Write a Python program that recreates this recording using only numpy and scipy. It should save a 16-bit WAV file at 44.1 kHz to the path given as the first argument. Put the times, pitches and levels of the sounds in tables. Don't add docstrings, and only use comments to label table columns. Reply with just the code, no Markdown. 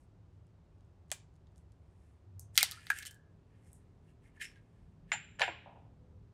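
import sys
import numpy as np
from scipy import signal
from scipy.fft import rfft, irfft
from scipy.io import wavfile

SR = 44100
rng = np.random.default_rng(int(sys.argv[2]) if len(sys.argv) > 2 else 0)


def bounce(signal):
    frames = np.transpose(np.atleast_2d(signal))
    limited = np.clip(frames, -1, 1)
    pcm = np.round(limited * 32767).astype(np.int16)
    wavfile.write(sys.argv[1], SR, pcm)


def volts_from_db(level):
    exponent = np.asarray(level, float) / 20
    return 10 ** exponent


N = 279153

# frequency in Hz, density in dB per Hz.
FLOOR_SPECTRUM = [(13, -47.5), (28, -27), (91, 0.5), (107, 1), (130, -14), (157, -4.5), (218, -20.5),
                  (366, -18), (431, -24.5), (522, -24), (830, -28), (901, -28.5), (1880, -39.5),
                  (8010, -52), (15000, -69)]
HISS_DB = -73
# level in dB of the deepest, deep, low and upper band, then their centres in Hz.
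RUMBLE_DB = [-73.5, -67.5, -64.5, -70]
RUMBLE_HZ = np.array([35, 63, 105, 180])
# time in seconds, half length in seconds, pitch in Hz, gain in dB.
TRAFFIC_SWELLS = [(0.1, 0.38, 61, 2), (0.43, 0.069, 103, 7), (0.604, .2, 35, 3.5), (1.802, 0.45, 64.6, 5.5),
                  (2.204, 0.084, 171.2, -10.5), (2.432, 0.13, 110, 13), (2.7, 0.12, 34, 0.5),
                  (3.337, 0.17, 131, 4), (4.606, 0.17, 60.7, -8), (5.103, 0.34, 35, 6),
                  (5.124, 0.3, 179.5, 8), (5.48, 0.067, 105.3, 1), (6.109, 0.46, 82, 11)]
SWELL_OCTAVES = 0.39
# time in seconds, firing rate in Hz, level in dB.
MOTOR_COURSE = [
    (0, 39, -79.5),
    (2.3, 39.41, -79),
    (3.6, 39.74, -74.5),
    (5.0, 39.3, -72.5),
    (6.33, 38.79, -71.5),
]
# multiple of the firing rate, level in dB.
MOTOR_ORDERS = [(1, -2), (3, 6.5), (4, 1.5), (5, -1.5), (6, -2.5), (7, -4), (10, -4.5), (11, -6.5)]

# peak in seconds, rise in seconds, fall in seconds,
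# level of the dull part in dB, bright part over the dull one in dB.
RUB_STROKES = [(0.04, 0.18, 0.025, -100, 18), (0.35, 0.043, 0.046, -102, 9),
               (1.57, 0.009, 0.061, -95, 14.5), (2.07, 0.29, 0.15, -83.5, -1.5),
               (2.567, 0.02, 0.011, -56, 7.5), (2.708, 0.073, 0.097, -57.5, -3),
               (2.83, 0.16, 0.02, -65, -22), (2.99, 0.14, 0.026, -49, -5.5),
               (3.029, 0.016, 0.014, -47.5, -11), (3.068, 0.01, 0.013, -52, 9.5),
               (3.55, 0.093, .15, -79, -11.5), (3.69, 0.068, 0.078, -85.5, 10.5),
               (3.66, 0.039, .05, -83, -10), (3.82, 0.079, 0.19, -85, -7.5), (4.1, 0.072, 0.039, -78, -4.5),
               (4.266, 0.051, 0.045, -72.5, -6), (4.371, 0.038, 0.054, -69.5, -13.5),
               (4.399, .003, .008, -58, -13), (4.412, 0.0075, 0.018, -42, -15.5),
               (4.423, 0.012, 0.017, -42, -6), (4.446, 0.0084, 0.026, -46, -8),
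               (4.481, 0.018, 0.068, -61, -13), (4.567, 0.031, 0.045, -70.5, -18),
               (4.78, 0.24, .2, -83, -7), (5.114, 0.039, .003, -66.5, -13),
               (5.399, 0.0044, 0.075, -62.5, 4)]
STROKE_EDGE_DB = 15
SLIPS_PER_S = 3500
# frequency in Hz, width in Hz, level in dB.
RUB_DULL = [(1734, 170, 6), (2560, 890, -2.5)]
RUB_BRIGHT = [(5174, 96, 0.5), (8643, 3200, 1.5), (10200, 2400, -10.5), (11900, 1600, -18.5)]

# start in seconds, strength in dB, brightness in dB per register, weight of the thud in dB,
# bite of the crack register in dB (absent for the pops).
FINGER_TICKS = [(0.4685, -79.5, 12, 0.1, 2), (0.783, -84, 7, -7, 0), (0.808, -77, 5, -7, 7),
                (0.8488, -80, 5, 0, -5), (1.083, -82, 12, -9, -6), (1.093, -84, 15, -9, -5),
                (1.1032, -57, 3, -23, 3), (1.123, -36, 4.5, -6, -7), (1.34, -84, 10, -5, 0),
                (1.3555, -79, 8.5, -4.5, 4), (1.3625, -77, 8.5, -5, 4), (1.4705, -76.5, 0, -18, 12.5),
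                (1.5197, -79, 4, -2, .1), (1.5598, -74.5, 13, -4, 9.5), (1.5799, -72, 17, -6, 3),
                (1.7205, -75.5, 12.5, -3, 7.5), (3.7312, -76, 6, -10.5, -1), (4.2414, -71, 1, -9.5, -5),
                (4.3674, -74, 6, -23, -4), (4.4207, -48.5, 0.5, -23, -3), (4.4285, -53, 4, -23, -2),
                (4.447, -52, 5, -21, 4), (4.5155, -60, -3, -19, -2.3), (4.5584, -70, -4.5, -25, 5)]
SHELL_SNAPS = [
    (1.1163, -26, 6.9, -6.5, -3),
    (5.3953, -46.5, 7.9, -10, 8.5),
]
SHELL_CRACKS = [(2.3952, -66, 33, -17, -10), (2.5555, -46, 6, -8, 6), (2.5661, -48, 9, -35, 6),
                (2.5772, -12, 4.5, -33.5, 5), (2.581, -29.5, -1, -21, 0), (2.5845, -26, 4, -25, 2),
                (2.5885, -29, -4, -32, -2), (2.605, -40, 9, -16, -5), (2.609, -27, 4, -31, 0.5),
                (2.6268, -42, 12, -20, -1), (2.6292, -16.5, 7, -10, 2), (2.7122, -39, 11, -31, 0),
                (2.7194, -41.5, 6, -26, 9), (2.8683, -43.5, -1.5, -25, 4), (2.9635, -52.5, 6, -21.5, -2),
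                (2.9745, -52.5, 8, -31, -8), (2.98, -56, 12, -24, -9.5), (2.9875, -39, 8.5, -20.5, -4.5),
                (2.9975, -57, 10.5, -14, -3), (3.0005, -57, 11, -14, -5), (3.0249, -49.5, 6, -24, 5),
                (3.0275, -47.5, 2.5, -26, 3), (3.0302, -50.5, 3, -23, 7), (3.0525, -42.5, 3, -35, -1),
                (3.0565, -56, 11, -25, -3), (3.06, -45, 10, -25, -6), (3.0713, -48.5, 7.5, -29, 1),
                (3.0765, -51, 7, -29, 1), (3.082, -58, 6, -29, 0), (3.1097, -51, 8, -21.5, -10),
                (3.1125, -54, 9, -21, -10), (3.128, -72, 16, -12, -7), (3.1444, -65.5, 15.5, -12, -7)]
HOLLOW_POPS = [
    (2.9012, -29.5, -2.5, -21.5),
    (2.9025, -25.5, -9, -22.5),
    (2.9077, -36, 1, -18),
    (2.9125, -38, -8.5, -25.5),
    (2.9165, -37.5, -9.5, -31),
    (2.929, -44, -11, -25),
]
CONTAINER_KNOCKS = [(5.1176, -30.5, -7.5, -19, -2), (5.128, -38, 4.5, -13, -4),
                    (5.3883, -62, -15.5, -6, -1.5), (5.3953, -51, -19.5, -11, -11.5),
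                    (5.4055, -50, -11, 6.5, 5), (5.4085, -45.5, -10.5, 10, 12),
                    (5.4165, -31, -12, -10, 5.5), (5.4259, -42, -5.5, 3.5, 5),
                    (5.4325, -44.5, -10.5, -1, -6), (5.4786, -47.5, -9, 9, -5),
                    (5.4856, -58.5, -20.5, 8, -6)]
# time in seconds, level in dB.
CONTAINER_THUMPS = [
    (5.6601, -42.5),
    (5.679, -48.5),
    (5.696, -49),
    (5.717, -51.5),
    (5.758, -48),
    (5.785, -55.5),
    (5.82, -57.5),
    (5.85, -57.5),
]

# frequency in Hz, level in dB, 60 dB decay time in seconds.
SHELL_MODES = [(818.4, 0.1, 0.024), (2090, 0.1, .02), (3900, -1.9, 0.0055), (4960, -1, 0.0041),
               (8900, -3, .003), (14200, -8.5, 0.0023)]
WHOLE_EGG_MODES = [(750, 0.1, 0.018), (2180, 0.1, 0.0068), (4000, -3.5, 0.0035), (5800, 0.1, 0.004),
                   (7100, -0.6, .005), (8100, -4.5, 0.0048)]
HOLLOW_MODES = [(851.6, 6.5, 0.012), (1400, 4, 0.0082), (1587, 12.5, 0.023), (1660, 21, 0.025),
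                (1820, 18, 0.012), (2490, 7, 0.006), (3860, -5.5, 0.00075), (9156, 0, 0.0017)]
CONTAINER_MODES = [(345, -2.5, 0.023), (593, -13, .03), (797, 4, 0.045), (980, 6.5, 0.036),
                   (1757, 0.1, 0.0238), (3500, 0.1, 0.0099)]
METAL_MODES = [(7000, -10, 0.08), (7060, -7.5, 0.12), (7080, 0.5, 0.16), (7190, -2, 0.16), (7284, 1, 0.17),
               (7397, -1, 0.17), (7870, -13.5, 0.06), (8200, -8, 0.066), (8850, -17, 0.036),
               (9814, -30, 0.0662), (11800, -30, 0.12)]
REGISTER_EDGES_HZ = [1200, 3000, 6500]
# low edge in Hz, high edge in Hz.
TICK_BANDS = [(550, 1200), (1200, 3000), (3000, 6500), (6000, 11000)]
SNAP_BANDS = [(550, 1050), (1550, 3000), (3000, 6500), (6200, 10500)]
SHELL_BANDS = [(620, 1100), (1300, 3000), (3000, 5800), (6000, 15200)]
HOLLOW_BANDS = [(700, 1100), (1350, 2600), (3000, 6500), (6500, 14000)]
CONTAINER_BANDS = [(450, 1050), (1350, 2800), (2800, 5600), (6500, 12500)]
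BRITTLE_DB = [3, 4, 8, 8]

# start in seconds, pitch in Hz, level in dB, 60 dB decay time in seconds, flutter in milliseconds.
AIR_POCKETS = [(2.6075, 2140, -30, .015, 2.2), (2.6075, 2410, -30, 0.014, 2.0), (2.632, 2010, -38, .02, 8),
               (2.714, 1285, -52, 0.029, 9), (2.768, 1347, -51, .02, 7), (2.925, 1655, -51, .02, 41),
               (2.925, 1515, -55, .02, 30), (2.925, 1820, -56, .02, 26), (3.07, 1660, -60, .015, 46),
               (2.735, 4550, -63, .002, 46), (2.396, 6300, -63, .003, 19), (2.395, 8600, -55, 0.00059, 13),
               (2.5775, 2350, -26, 0.009, 1.5), (5.397, 9500, -55.5, .0006, 16),
               (5.12, 5600, -58, .002, 14), (1.1225, 7600, -34.5, .003, 1.5),
               (3.056, 3100, -44, 0.0038, 9.3), (3.053, 4400, -48.5, 0.0047, 6),
               (3.7305, 9000, -48, 0.001, 0.6), (3.735, 8800, -61.5, 0.00061, 15),
               (5.471, 331, -48.5, 0.037, 11.3), (5.702, 460, -75, .06, 50),
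               (4.075, 2710, -70.5, 0.0082, 14), (4.241, 2140, -68.5, .008, 19.3),
               (4.366, 1730, -59.5, 0.017, 3.5), (4.43, 5420, -51.5, 0.0045, 16.3),
               (4.553, 1620, -62, .03, 9), (5.122, 780, -42.5, 0.02, 7), (1.1158, 2300, -37.5, 0.0025, 1.2),
               (1.121, 1750, -54, 0.0055, 5), (5.3945, 1560, -38, .006, 1.5), (5.4315, 1650, -33, .01, 3),
               (5.43, 780, -39.5, .02, 8), (5.396, 4400, -48, 0.0033, 20), (5.119, 6500, -60, 0.0017, 9),
               (5.118, 14500, -69, .002, 8.2)]
MORE_POCKETS = [(1.1161, 12500, -31, 0.00027, .2), (1.117, 13500, -59, .0004, 12),
                (5.396, 14000, -64, .0004, 14), (2.5772, 3700, -20, .003, 0.66),
                (2.582, 4900, -30, .002, 3.49), (2.629, 13800, -24, .002, .5), (3.7308, 11200, -52, .001, .6),
                (3.7168, 8800, -62, 0.00074, .6), (5.419, 1540, -30, .02, 4), (5.412, 770, -32.5, .03, 5),
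                (5.5, 1040, -53, .015, 20), (5.14, 7260, -60, .04, 60), (4.418, 7400, -49, .004, 11),
                (4.418, 2960, -48, .008, 3), (4.408, 2070, -50, .015, 6.6), (4.408, 1770, -47, .015, 7.6),
                (5.118, 1750, -18, .0025, .7), (5.1175, 3800, -32, .002, .8), (5.125, 880, -44.5, .02, 9.8),
                (5.126, 4100, -45.5, 0.0026, 6), (5.4172, 1650, -16, .0028, 0.82),
                (5.4165, 4040, -30.5, .003, 1), (5.407, 3000, -37.5, .005, 1.5), (5.396, 4000, -43, .005, 2),
                (5.86, 500, -69, .15, 180)]

# frequency in Hz, 60 dB decay time in seconds.
DISH_T60 = [(400, .4), (1000, 0.5), (2000, 0.25), (4000, 0.27), (6500, 0.25), (9500, 0.18), (14000, 0.11)]
ROOM_T60 = [(400, 0.65), (1000, 0.53), (2000, 0.54), (3400, 0.61), (4800, 0.4), (7300, 0.45), (9500, 0.15),
            (14000, 0.12)]
# frequency in Hz, level in dB.
DISH_COLOUR = [(400, -17), (1000, -6), (2300, 1), (4500, 1.5), (6000, -2), (9000, 0.5), (14000, -5)]
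ROOM_COLOUR = [(400, -8), (1150, -8), (1600, 1.5), (3600, 3), (4400, -3.5), (6800, -6), (9500, -18.5),
               (14000, -23)]


def rms_one(x):
    return x / np.sqrt(np.mean(x ** 2) + 1e-20)


def peak_one(x):
    return x / np.abs(x).max(axis=-1, keepdims=True)


def in_time(rows):
    s, *columns = np.transpose(rows)
    return [np.interp(np.arange(N) / SR, s, column) for column in columns]


def at_hz(points, hz):
    point_hz, values = np.transpose(points)
    return np.interp(np.log(hz + 1), np.log(point_hz), values)


def bandpass(x, low_hz, high_hz, order):
    return signal.sosfilt(signal.butter(order, [low_hz, high_hz], "band", fs=SR, output="sos"), x)


def ring(force, hz, t60):
    r, w = volts_from_db(-60 / (t60 * SR)), 2 * np.pi * hz / SR
    return signal.lfilter([0, np.sin(w)], [1, -2 * r * np.cos(w), r * r], force)


def resonate(x, peaks):
    out = 0
    for k, (hz, width, level_db) in enumerate(peaks):
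        r = np.exp(-np.pi * width / SR)
        poles = [1, -2 * r * np.cos(2 * np.pi * hz / SR), r * r]
        gain = (-1) ** k * volts_from_db(level_db) * (1 - r * r)
        out = out + gain * signal.lfilter([1, 0, -1], poles, x)
    return rms_one(out)


def registers(events, contact_ms, bite_db=0.0):
    rows = []
    for s, db, slope, weight, *bite in events:
        body_db = db - slope
        levels_db = [body_db + weight, body_db, db + bite_db + sum(bite), db + slope]
        rows.append((s, levels_db, contact_ms))
    return rows


def struck(events, modes, bands_hz, crack_db, crumble_db, spread_db, size):
    out, t = np.zeros((2, N + size)), np.arange(size) / SR
    modes = np.array(modes)
    register = np.searchsorted(REGISTER_EDGES_HZ, modes[:, 0])
    for s, levels_db, contact_ms in events:
        age = t / (max(contact_ms, .05) * 1e-3 / 2)
        click = (t == 0) + 1e-18
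        crumble = rng.standard_normal(size) * age * np.exp(1 - age)
        force = np.array([click + volts_from_db(crumble_db) * crumble, click])
        chance_db = 3 * rng.standard_normal(len(modes))
        at = round(s * SR)
        for k, level_db in enumerate(levels_db):
            rings = sum(volts_from_db(db + chance) * ring(force, hz, t60)
                        for (hz, db, t60), chance in zip(modes[register == k], chance_db[register == k]))
            crack = peak_one(bandpass(force, *bands_hz[k], 4))
            rings = peak_one(bandpass(rings, *bands_hz[k], 4)) * volts_from_db([[0], [spread_db[k]]])
            direct, even = peak_one(rings + volts_from_db(crack_db[k]) * crack)
            even = even * np.linalg.norm(direct) / np.linalg.norm(even)
            out[:, at:at + size] += volts_from_db(level_db) * np.array([direct, even])
    return out[:, :N]


def traffic_db():
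    t = np.arange(0, N, 64) / SR
    out = np.array(RUMBLE_DB, float)[:, None]
    for s, half, hz, db in TRAFFIC_SWELLS:
        octaves = np.log2(np.array(RUMBLE_HZ) / hz)[:, None]
        out = out + db * np.exp(-((t - s) / half) ** 2 - (octaves / SWELL_OCTAVES) ** 2)
    return [np.interp(np.arange(N) / SR, t, row) for row in out]


def motor():
    firing_hz, level_db = in_time(MOTOR_COURSE)
    phase, out = 2 * np.pi * np.cumsum(firing_hz) / SR, 0
    for order, db in MOTOR_ORDERS:
        fading_db = 1.2 * np.interp(np.arange(N) / SR * 2.7, np.arange(60), rng.standard_normal(60))
        out = out + volts_from_db(db + fading_db) * np.sin(order * phase + 2 * np.pi * rng.random())
    return volts_from_db(level_db) * out


def background():
    hz = np.fft.rfftfreq(N, 1 / SR)
    noise = rfft(rng.standard_normal(N)) * volts_from_db(at_hz(FLOOR_SPECTRUM, hz))
    edges = [0, 50, 80, 140, 230, SR]
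    *lows, hiss = [rms_one(irfft(noise * (hz >= a) * (hz < b), N)) for a, b in zip(edges, edges[1:])]
    rumble = sum(volts_from_db(level_db) * low for level_db, low in zip(traffic_db(), lows))
    return volts_from_db(HISS_DB) * hiss + rumble + motor()


def strokes():
    out, t = np.zeros((2, N)), np.arange(N) / SR
    for s, rise, fall, db, bright_db in RUB_STROKES:
        span = slice(max(int((s - 4 * rise) * SR), 0), int((s + 4 * fall) * SR))
        away = np.maximum((s - t[span]) / max(rise, .001), (t[span] - s) / max(fall, .001))
        out[:, span] += volts_from_db(db - STROKE_EDGE_DB * away ** 1.6) * np.array([[1], [volts_from_db(bright_db)]])
    return out


def rubbing():
    dull, bright = strokes()
    sizes = volts_from_db(3.3 * np.minimum(rng.exponential(1, (2, N)), 5)) * rng.choice([-1, 1], (2, N))
    slips = sizes * (rng.random((2, N)) < SLIPS_PER_S / SR) + 1e-18
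    highpass = signal.butter(3, 1250, "high", fs=SR, output="sos")
    dull_sound = signal.sosfilt(highpass, resonate(slips[0], RUB_DULL))
    bright_sound = bandpass(resonate(slips[1], RUB_BRIGHT), 4200, 12500, 3)
    return dull * dull_sound + bright * bright_sound


def finger_ticks():
    return struck(registers(FINGER_TICKS, contact_ms=0.88), SHELL_MODES[:-1], TICK_BANDS, BRITTLE_DB,
                  crumble_db=-17.5, spread_db=[-18.5, -13.5, -19.5, -19.5], size=3000)


def air_pockets():
    out, t = np.zeros(N), np.arange(16000) / SR
    for s, hz, db, t60, flutter_ms in AIR_POCKETS + MORE_POCKETS:
        age = t / (flutter_ms / 1000)
        force = age * np.exp(-age) * rng.standard_normal(len(t)) + 1e-18
        rung = ring(ring(force, hz, t60), hz, t60)
        at = round(s * SR)
        out[at:at + len(t)] += volts_from_db(db) * peak_one(bandpass(rung, hz / 1.6, min(hz * 1.6, 17000), 2))
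    return out


def shell_snaps():
    return struck(registers(SHELL_SNAPS, contact_ms=0.66), WHOLE_EGG_MODES, SNAP_BANDS, BRITTLE_DB,
                  crumble_db=-16.5, spread_db=[-17, -14, -20, -19], size=3000)


def shell_cracks():
    return struck(registers(SHELL_CRACKS, contact_ms=0.48), SHELL_MODES, SHELL_BANDS, BRITTLE_DB,
                  crumble_db=-11, spread_db=[-18.5, -22, -19.5, -20], size=3000)


def hollow_pops():
    return struck(registers(HOLLOW_POPS, contact_ms=1.4, bite_db=-7), HOLLOW_MODES, HOLLOW_BANDS,
                  [0.5, -1.0, 7, 21.5], crumble_db=-13.0, spread_db=[0.7, 1.2, -22, -19], size=14000)


def container_knocks():
    return struck(registers(CONTAINER_KNOCKS, contact_ms=2.01), CONTAINER_MODES + METAL_MODES, CONTAINER_BANDS,
                  [3, 6, 10, -18], crumble_db=-11.5, spread_db=[-15.0, -24.0, -29.5, 5.0], size=16000)


def container_thumps():
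    clicks = np.zeros(N) + 1e-18
    for s, db in CONTAINER_THUMPS:
        clicks[round(s * SR)] = volts_from_db(db + 30.5)
    return bandpass(clicks, 540, 950, 3)


def kitchen(x, t60s, colour, onset_ms, near_db, near_t60):
    t, echo = np.arange(SR) / SR, 0
    edges = 250 * 2 ** np.arange(0, 6.2, 1 / 3)
    near = volts_from_db(near_db - 60 * t / near_t60) * np.clip(t / 0.00084, 0, 1)
    for low, high in zip(edges, edges[1:]):
        band = bandpass(rng.standard_normal(SR), low, high, 3)
        hz = np.sqrt(low * high)
        walls = volts_from_db(-60 * t / at_hz(t60s, hz)) * np.clip(t / (onset_ms * 0.00044), 0, 1) ** 2
        echo = echo + band * volts_from_db(at_hz(colour, hz)) * (walls + near)
    return signal.fftconvolve(x, echo / np.sqrt(np.sum(echo ** 2)))[:N]


def scene():
    air = background()
    rub = volts_from_db(-3.0) * rubbing() + air_pockets()
    ticks, ticks_room = finger_ticks()
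    snaps, snaps_room = shell_snaps()
    cracks, cracks_room = shell_cracks()
    pops, pops_room = hollow_pops()
    knocks, knocks_room = container_knocks()
    thumps = container_thumps()
    near = volts_from_db(-11.5) * rub + volts_from_db(-11.0) * ticks_room + volts_from_db(-10.0) * snaps_room
    near += volts_from_db(-8.0) * cracks_room + volts_from_db(-14) * pops_room
    far = volts_from_db(-7.0) * knocks_room + volts_from_db(6.5) * thumps
    room = kitchen(near, DISH_T60, DISH_COLOUR, onset_ms=3.8, near_db=5.0, near_t60=0.064)
    room += kitchen(far, ROOM_T60, ROOM_COLOUR, onset_ms=12.0, near_db=13.0, near_t60=0.11)
    return (air + rub + ticks + snaps + cracks + pops + knocks + thumps + room)[None]


def low_pass(x):
    return signal.sosfilt(signal.butter(12, 16810, fs=SR, output="sos"), x)


def record(dry):
    mix = signal.sosfilt(signal.butter(8, 15500, fs=SR, output="sos"), dry)
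    return low_pass(mix)


dry = scene()
out = record(dry)
bounce(out)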